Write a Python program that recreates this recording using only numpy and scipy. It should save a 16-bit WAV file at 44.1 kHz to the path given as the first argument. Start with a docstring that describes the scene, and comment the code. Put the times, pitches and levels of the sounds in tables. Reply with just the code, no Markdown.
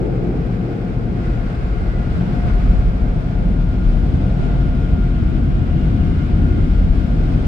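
"""Inside a car that creeps under the dryer blowers of a wash tunnel.
Air jets make the cabin boom, roar on the windscreen and drum harder as they move onto the roof: shaped noise.
Through the glass come the rush and hiss of the nozzles (noise), the whine of two fans (wavering tones),
a fine spray of water (tiny clicks) and one brief whistle (a narrow band of noise)."""
import sys
import numpy as np
from scipy import signal
from scipy.fft import rfft, irfft
from scipy.io import wavfile
from scipy.ndimage import uniform_filter1d, minimum_filter1d

SR = 44100
rng = np.random.default_rng(int(sys.argv[2]) if len(sys.argv) > 2 else 0)


def wav_out(sig):
    """Save sig, one row per channel (or a flat mono array), as 16-bit PCM at SR to the path in sys.argv[1]."""
    wavfile.write(sys.argv[1], SR, np.round(np.clip(np.atleast_2d(sig).T, -1, 1) * 32767).astype(np.int16))


N = 329427
TIME = np.arange(N) / SR
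HZ = np.fft.rfftfreq(N, 1 / SR)
HALVES = np.array([[.5], [-.5]])  # splits a difference evenly between left and right


def gain_of(db):
    """Turns decibels into an amplitude factor."""
    return 10 ** (np.asarray(db) / 20)


def evened(x):
    """Scales a sound to rms 1."""
    return x / np.sqrt(np.mean(x ** 2) + 1e-20)


def curve(rows, column=1):
    """Reads one column of a timed table at every sample, joined by straight lines."""
    columns = np.transpose(rows)
    return np.interp(TIME, columns[0], columns[column])


def read(points, hz):
    """Reads a spectrum, joined by straight lines over log frequency."""
    f, value = np.transpose(points)
    return np.interp(np.log(hz + 1), np.log(f + 1), value)


def wander(rate_hz):
    """A smooth random drift of rms 1, with little movement faster than the given rate."""
    coarse = TIME[::100]  # slow movement needs few points
    hz = np.fft.rfftfreq(len(coarse), coarse[1])
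    spectrum = rfft(rng.standard_normal(len(coarse)))
    spectrum = spectrum * np.exp(-(hz / rate_hz) ** 2) * (hz > 0)
    slow = irfft(spectrum, len(coarse))
    return np.interp(TIME, coarse, evened(slow))


def steadied(x, seconds):
    """Evens out the loudness of a noise to about rms 1 over the given time."""
    power = uniform_filter1d(x.mean(0) ** 2, max(int(seconds * SR), 1))
    return x / np.sqrt(power + 1e-9)


def panned(x, left_db):
    """Leans a stereo pair to the left by a level difference."""
    return x * gain_of(HALVES * left_db)


def blend(first, second, share):
    """Passes from one noise to another at even power."""
    share = np.clip(share, 0, 1)
    return np.sqrt(1 - share) * first + np.sqrt(share) * second


def band(x, hz, width_hz):
    """Keeps the part of a sound around one frequency."""
    return irfft(rfft(x) * np.exp(-((HZ - hz) / width_hz) ** 2), N)


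def hump(at_s, length_s, order=2):
    """A smooth rise to 1 and fall back; a higher order holds the top."""
    distance = np.minimum(abs(2 * (TIME - at_s) / length_s), 10)
    return np.exp(-distance ** order)


# how alike the two channels are in the cabin, where sound comes from all around: (frequency [Hz], coherence)
LIKENESS = [(40, 0.92), (130, 1), (290, 0.75), (630, 0.38), (1000, -0.013), (1390, -0.44), (2200, 0.24),
            (3050, -0.038), (6700, -0.0068), (14700, .01)]


def air(spectrum, skirt_db):
    """Turbulent noise at two ports, falling by skirt_db an octave outside its spectrum."""
    a, b = rfft(rng.standard_normal((2, N)))
    same = np.clip(read(LIKENESS, HZ), -1, 1)
    pair = np.array([a, same * a + np.sqrt(1 - same ** 2) * b])
    nearest_hz = np.clip(HZ, spectrum[0][0], spectrum[-1][0])
    octaves_outside = abs(np.log2((HZ + 1) / (nearest_hz + 1)))
    x = irfft(pair * gain_of(read(spectrum, HZ) - skirt_db * octaves_outside), N)
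    return x / np.std(x.mean(0))


# the strongest gusts and lulls:
# (time [s], length [s], cabin boom [dB], roof drumming [dB], windscreen roar [dB])
GUST_TIMES = [(0.358, 0.72, 3, 1.5, -1.5), (0.727, 0.22, -8, -1.5, 3.5), (1.302, .2, 4.5, 0, 1.5),
              (1.5, .14, -3.5, -0.5, 0), (1.73, .35, 4, -3.5, -0.5), (2.245, 0.25, -4.5, 3, 1),
              (2.528, .2, 5.5, 1.5, 1), (2.757, 0.22, 8, 2, 0.5), (3.312, .18, -5.5, -0.5, -1),
              (3.52, 0.33, 2.5, 1.5, 1), (3.95, 0.23, 4.5, -0.5, 1.5), (4.167, 0.3, -2.5, 2.5, 1.5),
              (4.45, 0.48, 0.5, 1, 4), (4.944, .14, 2.5, 2, 2), (5.9, 0.68, -0.5, 2.5, 2),
              (6.463, 0.3, -1, 4, 1), (6.85, 0.5, 4.5, 0, 2), (7.054, .16, -4, 1, 0),
              (7.328, 0.48, 0, 2, 3.5)]


def gusts(column):
    """Gusts and lulls of the jets, in dB, on the part of the car in that column."""
    return sum(row[column] * hump(row[0], row[1]) for row in GUST_TIMES)


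# how far the jets have moved from the windscreen onto the roof: (time [s], share [0-1])
JET_TRAVEL = [(0, 0), (1, 0.03), (2, 0.17), (3, 0.19), (4, 0.61), (5.5, 0.83), (6.4, 1), (7.4, 0.87)]


def off_glass():
    """How far the jets have left the windscreen, 0-1; they are off it early in their travel."""
    return np.clip(4.63 * curve(JET_TRAVEL), 0, 1)


# the low boom of the cabin: (frequency [Hz], relative level [dB per Hz])
CABIN_BOOM = [(20, -20.5), (30, -2.5), (38, 2), (45, 7.5), (53, -2), (66, -5.5)]


def buffeting(level_db=-26.0, rise_db=8.5, gusty_db=1.5, gusty_hz=14):
    """Gusts push on the body, harder off the glass, and the enclosed air booms at its lowest resonance."""
    boom = steadied(air(CABIN_BOOM, skirt_db=30), seconds=.09)
    push_db = level_db + rise_db * off_glass() + gusts(column=2) + gusty_db * wander(gusty_hz)
    return boom * gain_of(push_db)


# drumming with the jets at the front, then on the roof: (frequency [Hz], relative level [dB per Hz])
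FRONT_PANELS = [(66, -12.5), (85, -10), (100, -8.5), (117, 0.5), (150, -6), (175, -1.5), (215, -8.5),
                (270, -11.5), (330, -22.5)]
ROOF_PANELS = [(62, -4.5), (79, 5), (102, -3.5), (135, -2), (170, -3.5), (210, -9), (243, -6), (300, -12),
               (360, -16.5)]
# the microphone turns from the windscreen to the side window: (time [s], share [0-1])
MIC_TURN = [(2.9, 0.29), (4, 0.7), (5.8, 1), (7.4, 0.55)]


def roof(level_db=-22.5, rise_db=4.0, gusty_db=0.5, gusty_hz=3, lean_db=3.5):
    """The body drums under the jets; other panels take over, louder, as the jets travel onto the roof."""
    front = air(FRONT_PANELS, skirt_db=36)
    overhead = air(ROOF_PANELS, skirt_db=42.0)
    drum = blend(front, overhead, curve(JET_TRAVEL))
    push_db = level_db + rise_db * curve(JET_TRAVEL) + gusts(column=3) + gusty_db * wander(gusty_hz)
    drum = steadied(drum, seconds=0.18) * gain_of(push_db)
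    # long waves fill the cabin evenly; shorter ones come from the side window
    window = band(drum, hz=252, width_hz=69)
    return drum - window + panned(window, lean_db * curve(MIC_TURN))


# roar with the jets at the front, then on the roof: (frequency [Hz], relative level [dB per Hz])
FRONT_ROAR = [(310, 0), (352, 3), (395, -4.5), (445, -0.5), (510, -6), (580, -14.5), (690, -13.5),
              (850, -16.5), (950, -29)]
LATER_ROAR = [(320, -2.5), (400, -2.5), (470, -3), (570, -6), (660, -4), (760, -9), (850, -10.5),
              (950, -17)]


def windscreen(level_db=-34.0, fall_db=-5.0, head_on_db=9.5, head_on_s=0.57,
               follow=0.14, flutter_db=0.5, front_db=0.5):
    """The jets break on the glass with a fluttering roar, strong head on and thinning as they move on."""
    front = gain_of(front_db) * air(FRONT_ROAR, skirt_db=43.5)
    later = air(LATER_ROAR, skirt_db=42.0)
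    roar = blend(front, later, off_glass())
    passing_db = head_on_db * np.exp(-(TIME / head_on_s) ** 2) + fall_db * curve(JET_TRAVEL)
    # follow: dB of roar per dB of nozzle rush
    stir_db = gusts(column=4) + follow * surge() + flutter_db * wander(2.7)
    return roar * gain_of(level_db + passing_db + stir_db)


# the nozzles, before the trims below: (time [s], rush level [dB], level of hiss on wet glass [dB])
NOZZLE_LEVELS = [(0.1, -45.5, -55.5), (1.14, -45.5, -55), (1.24, -42.5, -52.5), (1.7, -43.5, -53),
                 (1.95, -44, -53), (2.3, -43, -51.5), (2.5, -41.5, -51), (2.74, -43, -51.5),
                 (2.95, -45, -54), (3.72, -46, -54), (3.9, -45.5, -52.5), (4.36, -45, -53),
                 (4.48, -42, -51), (4.62, -45, -53.5), (5.3, -44.5, -54), (5.8, -44.5, -53.5),
                 (6.5, -44, -52.5), (7.05, -45, -52), (7.4, -44, -51)]
# their two sounds: (frequency [Hz], relative level [dB per Hz])
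RUSH_SPECTRUM = [(900, -6), (1050, -1), (1250, 1), (1450, 3.5), (1600, 0), (1790, -6), (2150, -4.5),
                 (2360, -7), (2500, -6.5), (2750, -15)]
HISS_SPECTRUM = [(2700, -4), (3200, -4), (4300, -7.5), (5200, -9), (6000, -16), (6600, -18.5),
                 (7300, -17.5), (8000, -21.5), (9300, -21), (10500, -32.5), (12500, -28.5), (15000, -33)]


def nozzles(rush_trim_db=-0.57, hiss_trim_db=-2.0, flutter_db=0.5, leak_db=4.5):
    """Air tears out of the nozzles and hisses over the wet glass; both flutter together."""
    flutter = flutter_db * wander(21)
    rush = air(RUSH_SPECTRUM, skirt_db=38.5) * gain_of(curve(NOZZLE_LEVELS) + rush_trim_db + flutter)
    hiss_level = curve(NOZZLE_LEVELS, column=2) + hiss_trim_db + flutter
    hiss = air(HISS_SPECTRUM, skirt_db=45.5) * gain_of(hiss_level)
    # the thin side pane lets through a band where its bending waves match the sound in air
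    leak = band(hiss, hz=3100, width_hz=790) * (gain_of(leak_db * curve(MIC_TURN)) - 1)
    return rush + hiss + leak


def surge():
    """The rush of the nozzles in dB above its mean."""
    rush = curve(NOZZLE_LEVELS)
    return rush - rush.mean()


def whine(turns, harmonic=1, lead=0., scatter_hz=9, rough_hz=30):
    """A blade tone at two ports: its direction drifts, wall echoes make it waver, turbulence roughens it."""
    swirl, echo = .42, .38  # drift of each port [radians rms], strength of the wall echoes
    rough = .16 * harmonic  # higher harmonics are smeared more
    drift = swirl * np.array([wander(0.94), wander(0.96)])
    direct = np.exp(1j * (HALVES * lead + drift))
    echoes = np.array([wander(scatter_hz) + 1j * wander(scatter_hz) for side in range(2)])
    eddies = np.array([wander(rough_hz) + 1j * wander(rough_hz) for side in range(2)])
    path = direct + echo * echoes + rough * eddies
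    # the fan's power holds steady from moment to moment, however its tone flutters
    power = uniform_filter1d((abs(path) ** 2).mean(0), int(.1 * SR))
    return (path / np.sqrt(power) * np.exp(2j * np.pi * harmonic * turns)).real


# the harmonics of the blade rate, lowest first: (level [dB], gain once the jets are off the windscreen [dB],
# gain at the side window [dB], lift [dB per dB of nozzle rush], lead of the left port [radians])
BLADE_TONES = [(-46.5, 3.5, -2.3, 0.1, -0.2), (-55.5, 5.5, 4, -0.2, 2.4), (-61.5, 2, -0.5, 1.2, 0.5),
               (-65.5, 0, 3, 0.3, 1.4)]
# harmonics swell or sink where the car crosses loud or quiet spots of the fans' sound field:
# (time [s], length [s], harmonic [number], level change [dB], left-right difference [dB])
TONE_SWELLS = [(2.55, .6, 1, 7, 0), (2.42, .14, 1, 2.5, 0), (3.85, .4, 1, -8, 0), (4.28, .22, 1, 4, -4),
               (4.63, .3, 1, 6, 0), (4.98, .35, 1, 2.5, 7), (5.29, .14, 1, -10, 0), (5.98, .17, 1, 4, 8),
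               (6.33, .24, 1, 5, 0), (6.65, .16, 1, -5, 0), (1.29, .3, 2, 8, 0), (1.97, .42, 2, 9.5, 1),
               (2.51, .16, 2, 9, 3), (3.87, .14, 2, 2, 5), (4.48, .11, 2, 3, 4), (4.18, .12, 2, -8, 0),
               (4.66, .13, 2, 6, 0), (4.83, .1, 2, 2.5, 4), (5.01, .15, 2, 4, 4), (6.23, .14, 2, 3.5, -3),
               (6.49, .22, 2, 7.5, 4), (6.78, .16, 2, 4, 5), (7.27, .35, 2, 2.5, 0),
               (1.88, .36, 3, 5.5, -7), (2.43, .24, 3, 6, -8), (6.17, .16, 3, 8, 2),
               (6.58, .18, 3, 11.5, 5), (2.08, .26, 4, 5, 5), (5.9, .7, 4, 7, 5)]
# the main fan swings about the head as the car creeps and the microphone turns:
# (time [s], extra lead of the left port at the blade rate [radians])
FAN_BEARING = [(2.5, 0), (3.5, -.15), (4.75, -.7), (5.6, -.2), (6.5, -.05)]


def fans(fan_hz=707.6, second_fan_hz=716.2, drift_hz=0.448, second_db=-44.0, second_fall_db=-6.0):
    """The main fan whines on four harmonics; a slightly faster one beats against it and is left behind."""
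    turns = np.cumsum(fan_hz + drift_hz * wander(1.47)) / SR  # blade passes so far
    second_level = second_db + second_fall_db * curve(JET_TRAVEL)
    out = gain_of(second_level) * whine(second_fan_hz * TIME)
    for k, (db, overhead_db, side_db, lift, lead) in enumerate(BLADE_TONES, 1):
        level = db + overhead_db * off_glass() + side_db * curve(MIC_TURN) + lift * surge()
        tone = whine(turns, k, lead + k * curve(FAN_BEARING)) * gain_of(level)
        for s, length, harmonic, swell_db, left_db in TONE_SWELLS:
            if round(harmonic) == k:
                spot = hump(s, length, order=3)
                tone = panned(tone, left_db * spot) * gain_of(swell_db * spot)
        out = out + tone
    return out


def spray(per_s=300, spread_db=3.0, level_db=-73.5, side_db=3, centre_hz=6500):
    """Blown droplets tick on the glass, clearest at the side window; most are tiny."""
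    ticks = np.zeros((2, N))
    spots = 8  # each spot on the glass has its own colour of tick
    for spot in range(spots):
        sizes = gain_of(spread_db * np.minimum(rng.exponential(1, N), 5))
        drops = sizes * (rng.random(N) < per_s / spots / SR)
        t = TIME[:256]
        tick = rng.standard_normal((2, len(t))) * np.exp(-t / .0006)
        ticks += signal.oaconvolve(drops[None], tick, axes=1)[:, :N]
    blast = curve(NOZZLE_LEVELS, column=2)
    level = level_db + side_db * curve(MIC_TURN) + blast - blast.mean()
    return evened(band(ticks, centre_hz, width_hz=3600)) * gain_of(level)


def whistle(at_s=1.96, length_s=.14, pitch_hz=1995, level_db=-49, width_hz=22):
    """The jet catches an edge of the car and briefly sings a fuzzy note."""
    note = evened(band(rng.standard_normal((2, N)), pitch_hz, width_hz))
    return note * gain_of(level_db) * hump(at_s, length_s)


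def scene():
    """Everything as it arrives in the cabin."""
    return buffeting() + roof() + windscreen() + nozzles() + fans() + spray() + whistle()


# how the microphone's shell shades its two ports: (frequency [Hz], left-right difference [dB])
PORT_SHADE = [(60, 1.4), (160, 2.6), (220, 3.4), (310, 3.2), (420, 1.3), (540, 2), (1100, -.2), (1450, 1.2),
              (1800, -1), (2850, 4.8), (3700, 2), (5000, -2), (6700, 2), (9300, 2), (10500, 0)]


def record(dry, ceiling=.95, edge_hz=15200):
    """The shading of the two ports, a limiter that eases the largest peaks, then a cut of the top treble."""
    ports = irfft(panned(rfft(dry), read(PORT_SHADE, HZ)), N)
    allowed = np.minimum(1, ceiling / (abs(ports).max(0) + 1e-9))
    # the gain dips smoothly around each peak
    held = minimum_filter1d(allowed, size=1801)
    gain = uniform_filter1d(uniform_filter1d(held, size=901), size=901)
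    lowpass = signal.firwin(511, edge_hz, window=("kaiser", 9), fs=SR)
    return signal.oaconvolve(ports * gain, lowpass[None], "same", axes=1)


dry = scene()
out = record(dry)
wav_out(out)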